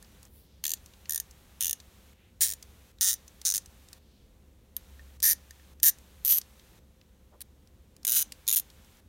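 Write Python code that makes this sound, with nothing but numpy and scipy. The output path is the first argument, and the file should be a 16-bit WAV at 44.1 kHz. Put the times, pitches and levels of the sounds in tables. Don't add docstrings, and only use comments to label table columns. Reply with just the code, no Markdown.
import sys
import numpy as np
from scipy import signal
from scipy.fft import rfft, irfft, next_fast_len
from scipy.io import wavfile
from scipy.ndimage import uniform_filter1d, map_coordinates

SR = 44100
rng = np.random.default_rng(int(sys.argv[2]) if len(sys.argv) > 2 else 0)


def persist_wave(psi):
    counts = np.round(np.clip(psi, -1, 1) * 32767).astype(np.int16)
    wavfile.write(sys.argv[1], SR, np.atleast_2d(counts).T)


N = 400428


def amp(db):
    return 10 ** (np.asarray(db) / 20)


def unit(x):
    return x / np.sqrt(np.mean(x ** 2) + 1e-20)


def along(points, hz):
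    f, v = np.transpose(points)
    return np.interp(np.log(hz + 1), np.log(f + 1), v)


def wobble(rate):
    return map_coordinates(rng.standard_normal(int(N * rate / SR) + 4), [np.arange(N) * rate / SR])


def filtered(x, response):
    size = next_fast_len(len(x) + SR // 4)
    return irfft(rfft(x, size) * response(np.fft.rfftfreq(size, 1 / SR)), size)[:len(x)]


def noise(colour):
    return unit(filtered(rng.standard_normal(N), lambda hz: amp(along(colour, hz))))


def coloured(x, colour, size=2048):
    gain = amp(np.maximum(along(colour, np.fft.rfftfreq(size, 1 / SR)), -60))
    cepstrum = irfft(np.log(gain))
    cepstrum[1:size // 2] *= 2
    cepstrum[size // 2 + 1:] = 0
    kernel = irfft(np.exp(rfft(cepstrum)))
    return signal.fftconvolve(x, kernel / np.linalg.norm(kernel))[:len(x)]


def add(track, s, sound):
    part = track[max(round(s * SR), 0):][:len(sound)]
    part += sound[:len(part)]


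def fade(t, t60):
    return (t >= 0) * np.exp(-np.log(1000) * np.abs(t) / t60)


def ring(modes, t, spread_db=2, attack_s=.0004):
    tones = sum(amp(db + spread_db * rng.normal()) * fade(t, t60) * np.sin(2 * np.pi * hz * t)
                for hz, db, t60 in modes)
    return tones * (1 - np.exp(-t / attack_s))


def motor_tone(hz, drift_hz):
    return np.sqrt(2) * np.sin(2 * np.pi * np.cumsum(hz + drift_hz * wobble(4)) / SR)


# f/Hz, relative level/dB
RUMBLE_COLOUR = [(10, -41.5), (24, -16), (45, -6), (64, -1), (90, -8), (130, -14), (175, -13.5),
                 (204, -11.5), (250, -18), (410, -20.5), (660, -25.5), (1000, -31), (2000, -41),
                 (4400, -100)]
HISS_COLOUR = [(470, -24), (800, -1.5), (2930, -2.5), (3670, -2), (4950, -7), (6120, -5), (10300, -8.5),
               (12800, -6.5), (15800, -10)]
# t/s, level/dB
HUM_LEVELS = [(0, -63), (4.8, -65.5), (4.95, -52), (5.6, -58), (6.2, -62), (6.4, -62.5), (9.08, -78)]


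def background(hum_hz=68.2, whine_hz=520, hiss_db=-63):
    hum_db = np.interp(np.arange(N) / SR, *np.transpose(HUM_LEVELS))
    hum = amp(hum_db + 1.5 * wobble(6.7)) * motor_tone(hum_hz, drift_hz=.6)
    whine = amp(-76.5 + 1.3 * wobble(2.4)) * motor_tone(whine_hz, drift_hz=1.2)
    rumble = amp(-59 + .8 * wobble(9.4)) * noise(RUMBLE_COLOUR)
    return rumble + hum + whine + amp(hiss_db) * noise(HISS_COLOUR)


# middle t/s, length/s, centre f/Hz, level/dB
FINGER_RUBS = [(0.375, 0.28, 13500, -54), (0.503, 0.63, 4000, -63.5), (2.229, 0.3, 2500, -60.5),
               (4.14, 0.53, 3760, -64), (7.342, .06, 1000, -55.5), (7.344, 0.069, 557, -56)]


def fingers(width_octaves=0.67):
    out = np.zeros(N)
    for s, length, centre_hz, db in FINGER_RUBS:
        swell = np.hanning(int(length * SR))
        band = lambda hz: np.exp(-(np.log2((hz + 1) / centre_hz) / width_octaves) ** 2)
        rub = unit(filtered(rng.standard_normal(SR), band))
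        add(out, s - length / 2, amp(db) * swell * rub[:len(swell)])
    return out


# f/Hz, relative level/dB, fade time/s
BAR_NOTES = [(1808, -19.5, 0.048), (1735, -25.5, 0.022)]
SHANK_NOTES = [(6090, -8, 0.032), (6800, -18, 0.033)]


def bar_and_shank(t, bar_db, shank_db):
    return amp(bar_db) * ring(BAR_NOTES, t) + amp(shank_db) * ring(SHANK_NOTES, t)


def contact(note_hz, treble_db, bar_db, shank_db, fade_s=0.018, attack_s=.0004, gain_db=-9):
    t = np.arange(SR // 12) / SR
    colour = [(150, -44), (700, -25), (note_hz / 2, -10), (note_hz, 0), (note_hz * 1.8, -6),
              (9500, treble_db - 4.5), (15000, treble_db - 8)]
    shape = fade(t, fade_s) * (1 - np.exp(-t / attack_s))
    touch = coloured(shape * rng.standard_normal(len(t)), colour)
    touch /= np.std(touch[:SR // 400])
    return amp(gain_db) * (touch + bar_and_shank(t, bar_db, shank_db))


# t/s, relative level/dB, note f/Hz, bar ring/dB, shank ring/dB
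JOINT_TICKS = [(0.026, -39, 6800, 13.5, -18), (0.229, -39, 6340, -18, -18), (.252, -42, 5450, -10, -18),
               (0.639, -25, 2920, -20, -19), (0.654, -22, 2900, -22, -24), (0.86, -37.5, 5200, -9, -12),
               (.936, -45, 3580, -24, -20), (1.056, -38.5, 3000, 10, -14), (1.31, -40, 6170, -14, -10),
               (1.617, -28, 3100, -20, -8), (1.801, -37.5, 4060, -11, 5), (2.626, -32, 5150, -24, -14),
               (2.985, -41.5, 3870, 1, -14), (3.279, -38, 6000, -17, 13), (3.886, -41, 5400, -14, -16),
               (3.415, -32.5, 5500, -5, -6), (3.659, -37, 6100, 0, -2), (3.93, -32.5, 5700, 4, -7),
               (4.994, -50, 3030, 32, -10), (5.202, -32, 5030, -8, -16), (5.222, -32, 5950, -10, -20),
               (5.508, -34.5, 6200, 13.5, -12), (5.597, -55, 3502, 27, -12), (5.8, -37, 6100, 10, -8),
               (5.985, -43, 6397, -10, -14), (6.414, -30.5, 4540, -15, -15), (6.595, -45, 3657, -10, -18),
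               (7.013, -42.5, 2980, -1, -19), (7.673, -43, 4800, -16, -13), (7.965, -39.5, 5200, 2, -20),
               (8.031, -39, 5000, -11, -18.5), (8.321, -26.5, 4730, -6, -11), (8.468, -31, 5520, -20, -18),
               (8.701, -42, 4400, -6, -22)]


def loose_joint(treble_db=-2, strays_per_s=1.2, full_treble_hz=5140, dull_db_per_octave=27.5):
    out, strays = np.zeros(N), []
    for _ in range(round(strays_per_s * N / SR)):
        s = rng.random() * N / SR
        db = -49 + 2 * rng.normal()
        note_hz = 5000 * 2 ** (.3 * rng.uniform(-1, 1))
        strays.append((s, db, note_hz, -12, -12))
    for s, db, note_hz, bar_db, shank_db in JOINT_TICKS + strays:
        dull_db = dull_db_per_octave * min(np.log2(note_hz / full_treble_hz), 0)
        add(out, s, amp(db) * contact(note_hz, treble_db + dull_db, bar_db, shank_db))
    return out


# t/s, relative level/dB
LEVER_CLICKS = [(7.406, -30.5), (7.415, -25), (7.419, -31)]


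def lever():
    out = np.zeros(N)
    for s, db in LEVER_CLICKS:
        add(out, s, amp(db) * contact(note_hz=4140, treble_db=8, bar_db=-20, shank_db=-20))
    return out


def teeth(length, first_rate, last_rate, flick_after, flick_rate, first_db, last_db, flick_db,
          flick_half_s=.018, jitter_s=.00045, spread_db=1.43, tilt_spread=0.76):
    t = np.arange(0, length, 1 / SR)
    flick = np.exp(-((t - flick_after) / flick_half_s) ** 2)
    rate = np.interp(t, [0, length], [first_rate, last_rate]) + flick_rate * flick
    teeth_passed = np.floor(np.cumsum(rate) / SR)
    drops = np.flatnonzero(np.diff(teeth_passed, prepend=-1))
    late, harder, brighter = rng.standard_normal((96, 3))[:len(drops)].T
    when = t[drops] + (drops > 0) * jitter_s * late
    db = np.interp(t[drops], [0, length], [first_db, last_db]) + flick_db * flick[drops]
    return list(zip(when, db + spread_db * harder, tilt_spread * brighter))


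def pawl_click(t, swing_noise, colour, tilt, fade_s, snap=0.98, rebound=0.34, alike=0.75):
    tilted = [(hz, db + tilt * np.log2(max(hz, 2500) / 6000)) for hz, db in colour]
    bounce_s = .0008 + .0014 * rng.random()
    shape = fade(t, fade_s) + snap * fade(t, 0.004) + rebound * fade(t - bounce_s, 0.018)
    shaking = np.sqrt(alike) * swing_noise + np.sqrt(1 - alike) * rng.standard_normal(len(t))
    click = coloured(shape * shaking, tilted)
    return click / np.std(click[:SR // 400])


# f/Hz, relative level/dB
BY_SOCKET = [(150, -59), (700, -27.5), (1300, -26.5), (2150, -20), (2900, -7.5), (4000, -3.5), (4900, -6.5),
             (6000, 0.5), (6850, 5.5), (7700, -8.5), (9200, 3), (10500, -3.5), (13500, 3.5), (15800, -3.5)]
BY_BAR_END = [(150, -52), (700, -37), (1200, -26), (1750, -18), (2300, -19.5), (3300, -13.5), (3900, -7.5),
              (4800, -10), (5500, -1.5), (7000, 0.5), (7800, -7.5), (9500, 2.5), (11300, -9), (14500, -5)]
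BY_FINGERTIPS = [(150, -48.5), (700, -34), (1300, -41), (1900, -8.5), (2600, -20.5), (3800, -8),
                 (4700, -9.5), (5500, -1.5), (6900, -0.5), (7900, -10.5), (9300, 3.5), (10500, -1),
                 (12700, 5), (15800, -2.5)]
BY_HEAD = [(100, -33), (300, -26), (800, -28), (2000, -24.5), (2800, -18), (3500, -12), (4600, -13),
           (6200, -5.5), (7800, -16), (9500, -3), (10500, -10.5), (11900, 7), (13000, 1.5), (15800, -10)]
LEVER_FLIPPED = [(100, -29), (300, -22.5), (800, -30), (2000, -18), (2800, -11), (3700, -6.5), (4600, -10),
                 (6000, -4.5), (6900, 2.5), (7700, -10.5), (9300, -0.5), (12000, 2), (13600, 2.5),
                 (15800, -4.5)]
# f/Hz, relative level/dB, fade time/s
HEAD_NOTES = [(8900, -12.5, 0.049), (9265, -16.5, .04), (9360, -16, 0.031), (11840, -17.5, .04),
              (12130, -19.5, 0.054), (13100, -17.5, 0.027)]
HANDLE_SWINGS = [(0.6389, .1, 83, 39, .064, 33, -14, -14, -3, BY_SOCKET, .6, -7, -13, -8.5, .014),
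                 (1.0944, .108, 79, 40, .047, 22, -13, -14, -1, BY_SOCKET, 1, -1.5, -2, -10, .015),
                 (1.6071, .124, 123, 31, .093, 16, -13, -14, 0, BY_SOCKET, -.3, -6, -1, -9, .018),
                 (2.4075, .13, 182, 70, .021, 455, -11.5, -18.5, 2, BY_BAR_END, -.3, -4, -23, -4.5, .013),
                 (3.0099, .131, 221, 98, .079, 135, -8.5, -14, 0, BY_BAR_END, .5, -8, -2.5, -3, .011),
                 (3.451, .074, 90, 94, .01, 100, -13, -12.5, 1.5, BY_BAR_END, 1, -10.5, 2, -8, .013),
                 (3.5388, .042, 118, 86, 0, 0, -12, -12, 0, BY_BAR_END, 0, -10.5, 2, -8, .013),
                 (4.7652, .005, 50, 50, 0, 0, -13.5, -13.5, 0, BY_HEAD, -1, -20.5, -15, -14.5, .0088),
                 (5.2274, .102, 326, 191, .032, 210, -10, -10.5, 0, BY_FINGERTIPS, -.2, -.5, -12, -6.5, .0094),
                 (5.8302, .069, 138, 78, .048, 563, -3.5, -12.5, 0, BY_FINGERTIPS, -.1, -2, -7, -8, .014),
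                 (6.2485, .138, 136, 159, .067, 288, -10.5, -10.5, 1, BY_HEAD, -.3, -18.5, -5, -13, .015),
                 (8.049, .005, 50, 50, 0, 0, -11.5, -11.5, 0, LEVER_FLIPPED, -1.5, -21, -8, -3.5, .02),
                 (8.0675, .158, 112, 150, .104, 115, -11.5, -12, 1.5, LEVER_FLIPPED, -.6, -21, -6, -5, .018),
                 (8.4773, .037, 134, 101, 0, 0, -10.5, -12, 0, LEVER_FLIPPED, -1.5, -32, -29, -17, .021),
                 (8.526, .023, 135, 165, 0, 0, -8, -10, 0, LEVER_FLIPPED, 0, -32, -29, -17, .021),
                 (8.5595, .041, 90, 70, .005, 95, -9, -13.5, 2.5, LEVER_FLIPPED, 1.5, -32, -29, -17, .021)]


def ratchet(gain_db=-10, scrape_db=-39, fall_s=.0009):
    out, t = np.zeros(N), np.arange(SR // 12) / SR
    for start, *motion, colour, swing_tilt, bar_db, shank_db, head_db, fade_s in HANDLE_SWINGS:
        swing_noise = rng.standard_normal(len(t))
        run = teeth(*motion)
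        for s, db, tilt in run:
            click = pawl_click(t, swing_noise, colour, swing_tilt + tilt, fade_s)
            steel = bar_and_shank(t, bar_db, shank_db) + amp(head_db) * ring(HEAD_NOTES, t)
            add(out, start + s + fall_s, amp(db + gain_db) * (click + steel))
        climb = np.linspace(0, 1, SR // 80) ** 2
        scrape = coloured(climb * rng.standard_normal(len(climb)), colour)
        first_tooth_db = run[0][1]
        add(out, start - len(climb) / SR, amp(first_tooth_db + scrape_db) * scrape)
    return out


# f/Hz, fade time/s
ECHO_TIMES = [(300, .25), (3000, 0.24), (14000, 0.064)]


def room_echo(x, delay_s=0.0053):
    out = np.zeros(N)
    edges = [0] + [round(swing[0] * SR) for swing in HANDLE_SWINGS] + [N]
    for start, end in zip(edges, edges[1:]):
        hz, t, bands = signal.stft(rng.standard_normal(16384), SR, nperseg=256)
        tail = signal.istft(bands * fade(t, along(ECHO_TIMES, hz)[:, None]), SR, nperseg=256)[1]
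        add(out, start / SR + delay_s, signal.fftconvolve(x[start:end], tail / np.linalg.norm(tail)))
    return out


def noise_gate(x, open_db=-29, hold_s=0.404, first_shut_s=0.277, quiet_db=-46.5, depth_db=-8.5,
               bass_hz=620, window=128):
    upper = filtered(x, lambda hz: 1 - 1 / (1 + (hz / bass_hz) ** 4))
    level = np.sqrt(np.abs(uniform_filter1d(upper ** 2, window)))
    t = np.arange(N) / SR
    shuts_at = np.maximum.accumulate(np.where(level > amp(open_db), t + hold_s, first_shut_s))
    shut_gain = np.clip(level / amp(quiet_db), amp(depth_db), 1)
    gain = np.where(t < shuts_at, 1, shut_gain)
    return x - (1 - uniform_filter1d(gain, window)) * upper


def scene():
    quiet_room = background()
    tool = fingers() + ratchet() + lever() + loose_joint()
    return (quiet_room + tool + amp(-21.5) * room_echo(tool))[None]


def record(dry):
    top_hz = 15900
    return filtered(noise_gate(dry[0]), lambda hz: 1 / np.sqrt(1 + (hz / top_hz) ** 300))[None]


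dry = scene()
out = record(dry)
persist_wave(out)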